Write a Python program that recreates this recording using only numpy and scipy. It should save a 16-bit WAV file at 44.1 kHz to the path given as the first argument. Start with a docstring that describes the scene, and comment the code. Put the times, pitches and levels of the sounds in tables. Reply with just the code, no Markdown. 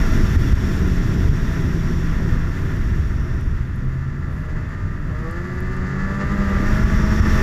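"""A two-stroke twin snowmobile on a forest trail, heard from a camera case on the rider.
It coasts down, then opens up twice and gathers speed. Firings ring the pipe and the block, the drive
clatters under the hood and the track drums. Wind buffets the case and whistles over an edge,
snow hisses past the skis, and a few crumbs tick against the case."""
import sys
import numpy as np
from scipy import signal
from scipy.fft import rfft, irfft, next_fast_len
from scipy.io import wavfile
from scipy.ndimage import uniform_filter1d, minimum_filter1d

SR = 44100
rng = np.random.default_rng(int(sys.argv[2]) if len(sys.argv) > 2 else 0)


def transcribe(u):
    """Save the signal u as a 16-bit wav file named by the first command-line argument.

    u: samples, shape (n,) or (channels, n), limited to [-1, 1]; the rate is SR.
    q: integer samples, one column per channel.
    """
    v = np.clip(np.atleast_2d(u).T, -1, 1)
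    q = np.round(v * 32767).astype(np.int16)
    wavfile.write(sys.argv[1], SR, q)


N = 327222
TOP_HZ = 15000

# strength of the firings as the throttle moves: time_s, level_db
FIRING_LEVEL = [(0, -39.5), (.4, -45.5), (1.5, -49), (2.3, -42), (3, -45), (3.8, -45.5), (4.45, -39),
                (5.07, -42), (5.15, -37), (5.5, -35.5), (5.91, -34), (6.03, -31.5), (6.72, -30.5),
                (6.95, -33.5), (7.42, -30)]
# the sled's speed over the snow: time_s, speed_m_s
SLED_SPEED = [(0, 12.87), (.7, 11.6), (1.6, 10.9), (2.4, 10.2), (3, 9.58), (3.65, 8.1), (4.15, 7.2),
              (4.4, 7.67), (5.05, 7.5), (5.5, 7.6), (6, 7.75), (6.7, 11.35), (7.15, 11.5), (7.42, 13.3)]


def engine(turns, bark_db=-3.5, bark_per_db=.3):
    """Pipe and block ring together; the exhaust gains on the block as the throttle opens."""
    load_db = curves(FIRING_LEVEL)[0]
    exhaust_db = bark_db + bark_per_db * (load_db - load_db.mean()) + throttle_snaps()
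    voice = bodywork(exhaust(turns) * undb(exhaust_db) + block(turns))
    return unit(voice) * undb(load_db)


def firings(turns, second_db, lag_turns, jitter_s=.000025, scatter_db=1.7):
    """Two pressure pulses a turn; the second cylinder is weaker and may lag, and no two burns are alike."""
    stroke = np.arange(int(2 * turns[-1]))
    second = stroke % 2
    timing, burn = rng.standard_normal((len(stroke), 2)).T
    at = np.interp(stroke / 2 + lag_turns * second, turns, np.arange(N)) + SR * jitter_s * timing
    strength = undb(second_db * second + scatter_db * burn)
    taps = at.astype(int)[:, None] + np.arange(-7, 9)
    offset = taps - at[:, None]
    click = np.sinc(offset) * np.cos(np.pi * offset / 16) ** 2  # lands cleanly between samples
    return np.bincount(np.clip(taps, 0, N - 1).ravel(), (strength[:, None] * click).ravel(), N)


def exhaust(turns, growl_db=1.7):
    """Uneven puffs of gas ring the pipe."""
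    # broad tone of the pipe: freq_hz, gain_db
    pipe_tone = [(150, -35), (270, -9), (360, 3), (420, -3), (480, -0.5), (600, -3.5), (700, -4),
                 (800, -5.5), (950, -22), (1120, -4.5), (1450, -17.5), (2000, -56), (8000, -63)]
    # pipe resonances: centre_hz, width_hz, lift_db
    pipe_modes = [(348.4, 25.4, 15.5), (490, 50, 12), (614, 46, 12), (816, 68, 5.5), (1155, 95, 15.5)]
    puffs = firings(turns, second_db=-7, lag_turns=.0022) * undb(growl_db * walk(35))
    return unit(resonate(colour(puffs, pipe_tone), pipe_modes))


def throttle_snaps(attack_s=.041, decay_s=.19):
    """Swing of the exhaust level in dB: the pipe barks as the throttle snaps open, or briefly ducks."""
    # barks and dips, scaled by their envelope: start_s, depth_db
    snaps = [(3.78, 12), (4.28, 3), (5.11, 4), (5.96, -2.5), (6.6, -2)]
    swing_db = 0
    for start_s, depth_db in snaps:
        age = np.maximum(np.arange(N) / SR - start_s, 0)
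        swing_db += depth_db * (1 - np.exp(-age / attack_s)) * np.exp(-age / decay_s)
    return swing_db


def block(turns, rasp_db=1.5):
    """Firings knock the block; the nearer cylinder dominates, so every multiple of the crank rate sings."""
    # broad tone of the block: freq_hz, gain_db
    block_tone = [(300, -22.5), (600, -5.5), (900, -1.5), (1050, -4.5), (1170, 2.5), (1400, 1.5),
                  (1520, -2.5), (1700, 3), (2000, 1.5), (2300, -15), (3200, -20), (4800, -21.5),
                  (7200, -20.5), (14000, -83)]
    # block resonances: centre_hz, width_hz, lift_db
    block_modes = [(1184, 72, 9), (1340, 200, 5.5), (1735, 96, 7.5), (1966, 75, 4), (2680, 63, 8.5),
                   (4660, 460, 6)]
    knocks = firings(turns, second_db=-18, lag_turns=0) * undb(rasp_db * walk(70))
    return unit(sway(resonate(colour(knocks, block_tone), block_modes)))


def sway(x, share=.41, path_s=.0034, sway_s=.00014):
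    """A second path off the swaying rider makes the overtones swell and fade in turn."""
    i = np.arange(N)
    delay_s = path_s + sway_s * walk(5)
    return x + share * np.interp(i - SR * delay_s, i, x)


def bodywork(x, feedback=-.5):
    """Reflections inside the bodywork smear each pulse into the next without changing its colour."""
    size = next_fast_len(N + SR // 4, True)
    spectrum = rfft(x, size)
    for delay_s in (.0013, .0022, .0037, .0053):
        delay = np.exp(-2j * np.pi * np.arange(len(spectrum)) * SR / size * delay_s)
        spectrum *= (delay - feedback) / (1 - feedback * delay)
    return irfft(spectrum, size)[:N]


def silencer(turns, flutter_db=2):
    """The silencer booms at the firing rate, twice a turn."""
    # weight of the boom: time_s, level_db
    boom_level = [(0, -36), (.7, -27), (3.7, -31.5), (3.9, -25), (4.5, -35), (5.2, -37), (5.9, -31),
                  (6.15, -26.5), (6.5, -24.5), (7.42, -24)]
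    boom = np.sin(2 * np.pi * 2 * turns) * undb(flutter_db * walk(32))
    return unit(boom) * undb(curves(boom_level)[0])


def drive(turns, throb=.059, shake_db=.92, strain=.24):
    """Clutch, chain and pistons clatter in step with the crank, louder with speed and a little with load."""
    # tone of the clatter: freq_hz, gain_db
    clatter_tone = [(250, -7.5), (500, -2.5), (750, -9), (1000, 0.5), (1300, -3.5), (1550, -0.5), (1800, 4),
                    (2030, 0), (2280, -10), (2700, -10.5), (3100, -20), (12000, -55.5)]
    # hood and tunnel resonances: centre_hz, width_hz, lift_db
    hood_modes = [(357, 51, 0), (652.4, 11.1, 14), (1236, 13, 4), (1364, 91, 8.5), (1600, 78, 1)]
    pulsing = (1 + throb * np.cos(2 * np.pi * turns)) * undb(shake_db * walk(45))
    clatter = unit(resonate(colour(noise() * pulsing, clatter_tone), hood_modes))
    load_db = curves(FIRING_LEVEL)[0]
    strain_db = strain * (load_db - load_db.mean())
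    return clatter * undb(by_speed(cruise_db=-33.5, doubling_db=13.8) + strain_db)


def track(slip=.0133, second_db=-12, third_db=-14):
    """Track lugs drum unevenly as they meet wheel and snow."""
    # lugs passing the drive wheel: time_s, rate_hz, level_db
    lugs = [(0, 160.5, -31.5), (1.3, 141.8, -30.5), (2.3, 121.1, -34), (3.2, 94.84, -31.5),
            (4.1, 81.5, -34), (4.9, 88, -33), (5.2, 119.1, -30), (5.6, 128.6, -32.5), (6, 138.7, -31.5),
            (6.5, 160.4, -42), (7.42, 157.6, -28)]
    rate_hz, level_db = curves(lugs)
    phase = 2 * np.pi * np.cumsum(rate_hz * (1 + slip * walk(12))) / SR
    drum = np.sin(phase) + undb(second_db) * np.sin(2 * phase) + undb(third_db) * np.sin(3 * phase)
    slap = 1 + .6 * walk(22)
    return unit(drum * slap) * undb(level_db)


def wind(swirl_db=1.1, flurry_db=1.2):
    """Big eddies buffet the case and small ones rush round it in quick flurries."""
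    # rumble of the big eddies: freq_hz, gain_db
    buffet_tone = [(10, -22.5), (24, 5), (45, -4), (70, -1), (100, -5.5), (150, -10), (200, -15),
                   (300, -24.5), (600, -71)]
    # rush of the small eddies: freq_hz, gain_db
    rush_tone = [(70, -6), (150, 3.5), (230, 1.5), (300, -2), (380, -1.5), (470, -17), (600, -20),
                 (900, -30), (2000, -64)]
    buffet = unit(colour(noise(), buffet_tone))
    buffet *= undb(by_speed(cruise_db=-16.5, doubling_db=13.2) + swirl_db * walk(8))
    rush = unit(colour(noise() * undb(flurry_db * walk(40)), rush_tone))
    return buffet + rush * undb(by_speed(cruise_db=-25.5, doubling_db=19))


def low_swells(width_share=.79):
    """Low swells on the case: wind gusts, and one short thud as the sled hits a bump."""
    # swells of low noise, the second being the thud: peak_s, length_s, level_db, centre_hz
    swells = [(1.203, 0.35, -19.5, 99), (2.217, 0.065, -26.5, 217), (2.89, 0.2, -21, 51.3),
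              (3.256, 0.5, -21, 58.6), (4.25, 0.46, -31.5, 102), (4.603, .22, -24.5, 81),
              (4.885, 0.23, -23, 75), (5.096, 0.061, -21, 84.6)]
    source = noise()
    return sum(unit(band(source, hz, width_share * hz)) * undb(level_db) * bump(peak_s, length_s)
               for peak_s, length_s, level_db, hz in swells)


def thumps(push_to_pull_s=.006):
    """The biggest eddies each give the case one push and one pull."""
    # slams on the case: centre_s, strength_db
    slams = [(.372, 3), (.538, 1), (1.298, -3), (6.85, 0), (7.21, -1)]
    out = np.zeros(N)
    for centre_s, strength_db in slams:
        u = 2 * (np.arange(N) / SR - centre_s) / push_to_pull_s
        out -= undb(strength_db) * u * np.exp((1 - u ** 2) / 2)
    return out


def snow(flicker_db=.68):
    """Skis hiss through the snow; hiss and spray flicker together."""
    # tone of the skis: freq_hz, gain_db
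    hiss_tone = [(1500, 8), (2500, 8.5), (3050, 5), (3500, 10), (4100, 0), (4700, 4.5), (5200, -0.5),
                 (6200, 1.5), (7200, 1), (8100, -10.5), (10000, -25), (15000, -19)]
    flicker = undb(flicker_db * walk(50))
    hiss = unit(colour(noise(), hiss_tone)) * undb(by_speed(cruise_db=-41, doubling_db=23.5))
    return flicker * (hiss + spray())


def spray(powder_m_s=9.3, blend_m_s=.4):
    """The sled throws grains of snow, coarse ones when slow and fine powder when fast."""
    # tone of fine powder: freq_hz, gain_db
    powder_tone = [(6000, -21), (8500, -6), (10100, -7), (11000, -2), (12500, -1.5), (14000, -6.5),
                   (15200, -8)]
    # tone of coarse snow: freq_hz, gain_db
    coarse_tone = [(6000, -16.5), (8500, -1), (10100, -4), (11000, 6), (12800, 0), (14000, -16.5),
                   (15200, -29)]
    # swells of spray, the long last one thrown by the track under throttle: peak_s, length_s, lift_db
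    swells = [(2.723, 0.27, 1.5), (4.36, 0.2, 6), (5.4, 1, 4)]
    powder = unit(colour(grains(), powder_tone))
    coarse = unit(colour(grains(), coarse_tone))
    fine_share = (1 + np.tanh((curves(SLED_SPEED)[0] - powder_m_s) / blend_m_s)) / 2
    thrown = np.sqrt(fine_share) * powder + np.sqrt(1 - fine_share) * coarse
    swell_db = sum(lift_db * bump(peak_s, length_s) for peak_s, length_s, lift_db in swells)
    return thrown * undb(by_speed(cruise_db=-53.5, doubling_db=27.5) + swell_db)


def grains(spread_db=3):
    """Dense specks of uneven size, none large enough to stand alone."""
    return noise() * undb(spread_db * np.minimum(rng.exponential(size=N), 6))


def whistle(pitch_hz=5560, width_hz=650):
    """Air over an edge of the case makes a breathy tone that fades through the slow stretch."""
    # edge tone: time_s, level_db
    whistle_level = [(0, -46), (1.3, -51.5), (1.9, -51.5), (2.6, -58), (3.4, -58), (3.7, -68.5), (6.1, -73),
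                     (6.7, -50), (7.42, -43)]
    return unit(band(noise(), pitch_hz, width_hz)) * undb(curves(whistle_level)[0])


def crumbs(decay_s=.0014, width_hz=5000):
    """Each crumb of snow hits the case with one short, bright tick."""
    # crumb hits: start_s, peak_db, pitch_hz
    hits = [(3.272, -51, 9000), (3.410, -41.5, 9500), (3.759, -46, 11500), (4.693, -48.5, 8500),
            (5.311, -41, 8500), (5.605, -39, 12000), (5.766, -46, 8000), (6.156, -45.5, 7500)]
    out, t = np.zeros(N), np.arange(SR // 40) / SR
    for start_s, peak_db, pitch_hz in hits:
        burst = rng.standard_normal(len(t)) * np.exp(-t / decay_s)
        tick = band(burst, pitch_hz, width_hz)
        start = int(start_s * SR)
        out[start:start + len(t)] += undb(peak_db) * tick / np.abs(tick).max()
    return out


def by_speed(cruise_db, doubling_db, cruise_m_s=12):
    """Level in dB of a sound that gains a set step for each doubling of the sled's speed."""
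    return cruise_db + doubling_db * np.log2(curves(SLED_SPEED)[0] / cruise_m_s)


def resonate(x, modes):
    """A resonant body lifts a few narrow bands of whatever excites it."""
    return x + sum((undb(lift_db) - 1) * ring(x, hz, width_hz) for hz, width_hz, lift_db in modes)


def ring(x, hz, width_hz):
    """One resonance, gain one at its centre."""
    return signal.lfilter(*signal.iirpeak(min(hz, TOP_HZ), hz / width_hz, fs=SR), x)


def band(x, hz, width_hz):
    """The same resonance twice, for steeper skirts."""
    return ring(ring(x, hz, width_hz), hz, width_hz)


def colour(x, tone):
    """Minimum-phase EQ through (freq_hz, gain_db) points."""
    size = next_fast_len(N + SR // 4, True)
    hz, db = np.transpose(tone)
    bin_hz = np.arange(size // 2 + 1) * SR / size
    gain = undb(np.interp(np.log(bin_hz + 1), np.log(hz), db))
    cepstrum = irfft(np.log(gain), size)
    cepstrum[1:size // 2] *= 2
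    cepstrum[size // 2:] = 0
    return irfft(rfft(x, size) * np.exp(rfft(cepstrum)), size)[:N]


def walk(rate_hz):
    """Smooth random wandering with an rms of one."""
    hold = max(int(SR / rate_hz), 2)
    steps = np.repeat(rng.standard_normal(N // hold + 1), hold)
    return unit(uniform_filter1d(uniform_filter1d(steps, hold), hold)[:N])


def bump(peak_s, length_s):
    """A smooth rise and fall, one at its height."""
    return np.exp(-(2 * (np.arange(N) / SR - peak_s) / length_s) ** 2)


def curves(table):
    """The columns of a table of (time_s, ...) rows, one value a sample."""
    time_s, *columns = np.transpose(table)
    return [np.interp(np.arange(N) / SR, time_s, column) for column in columns]


def noise():
    """White noise."""
    return rng.standard_normal(N)


def unit(x):
    """Scale to an rms of one."""
    return x / np.sqrt(np.mean(x ** 2))


def undb(db):
    """Decibels to gain."""
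    return 10 ** (np.asarray(db) / 20)


def limit(x, ceiling_db=-4.5, window_s=.0058, release_s=.03):
    """Turn down at once for a peak over the ceiling, then recover."""
    window = int(window_s * SR)
    recovery = np.arange(N) / SR / release_s
    over_db = np.maximum(20 * np.log10(np.abs(x) + 1e-9) - ceiling_db, 1e-9)
    cut_db = np.exp(np.maximum.accumulate(np.log(over_db) + recovery, axis=-1) - recovery)
    return x * uniform_filter1d(minimum_filter1d(undb(-cut_db), window), window)


def scene(hunt=.002045, trail_bumps_db=.42):
    """Every source travels with the rider; bumps in the trail shake drive and skis together."""
    # engine speed: time_s, turns_per_s
    crank_speed = [(0, 107), (.35, 108.3), (1, 89.2), (1.5, 83.3), (2.2, 82.4), (2.65, 79.5), (3, 73.4),
                   (3.25, 66), (3.75, 62.8), (4.2, 69.4), (4.42, 76.6), (5.09, 74.1), (5.42, 89),
                   (5.6, 91.4), (5.92, 93.2), (6.15, 98.4), (6.33, 100.8), (6.58, 98.4), (6.78, 104.8),
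                   (7.42, 106.2)]
    turns = np.cumsum(curves(crank_speed)[0] * (1 + hunt * walk(20))) / SR
    running_gear = (drive(turns) + snow()) * undb(trail_bumps_db * walk(11))
    sled = engine(turns) + silencer(turns) + running_gear + track()
    return (sled + wind() + low_swells() + thumps() + whistle() + crumbs())[None]


def record(dry):
    """A limiter ducks everything after the biggest wind thumps, and the top is cut."""
    high_cut = signal.ellip(10, .2, 80, TOP_HZ, fs=SR, output="sos")
    return signal.sosfilt(high_cut, limit(dry))


dry = scene()
out = record(dry)
transcribe(out)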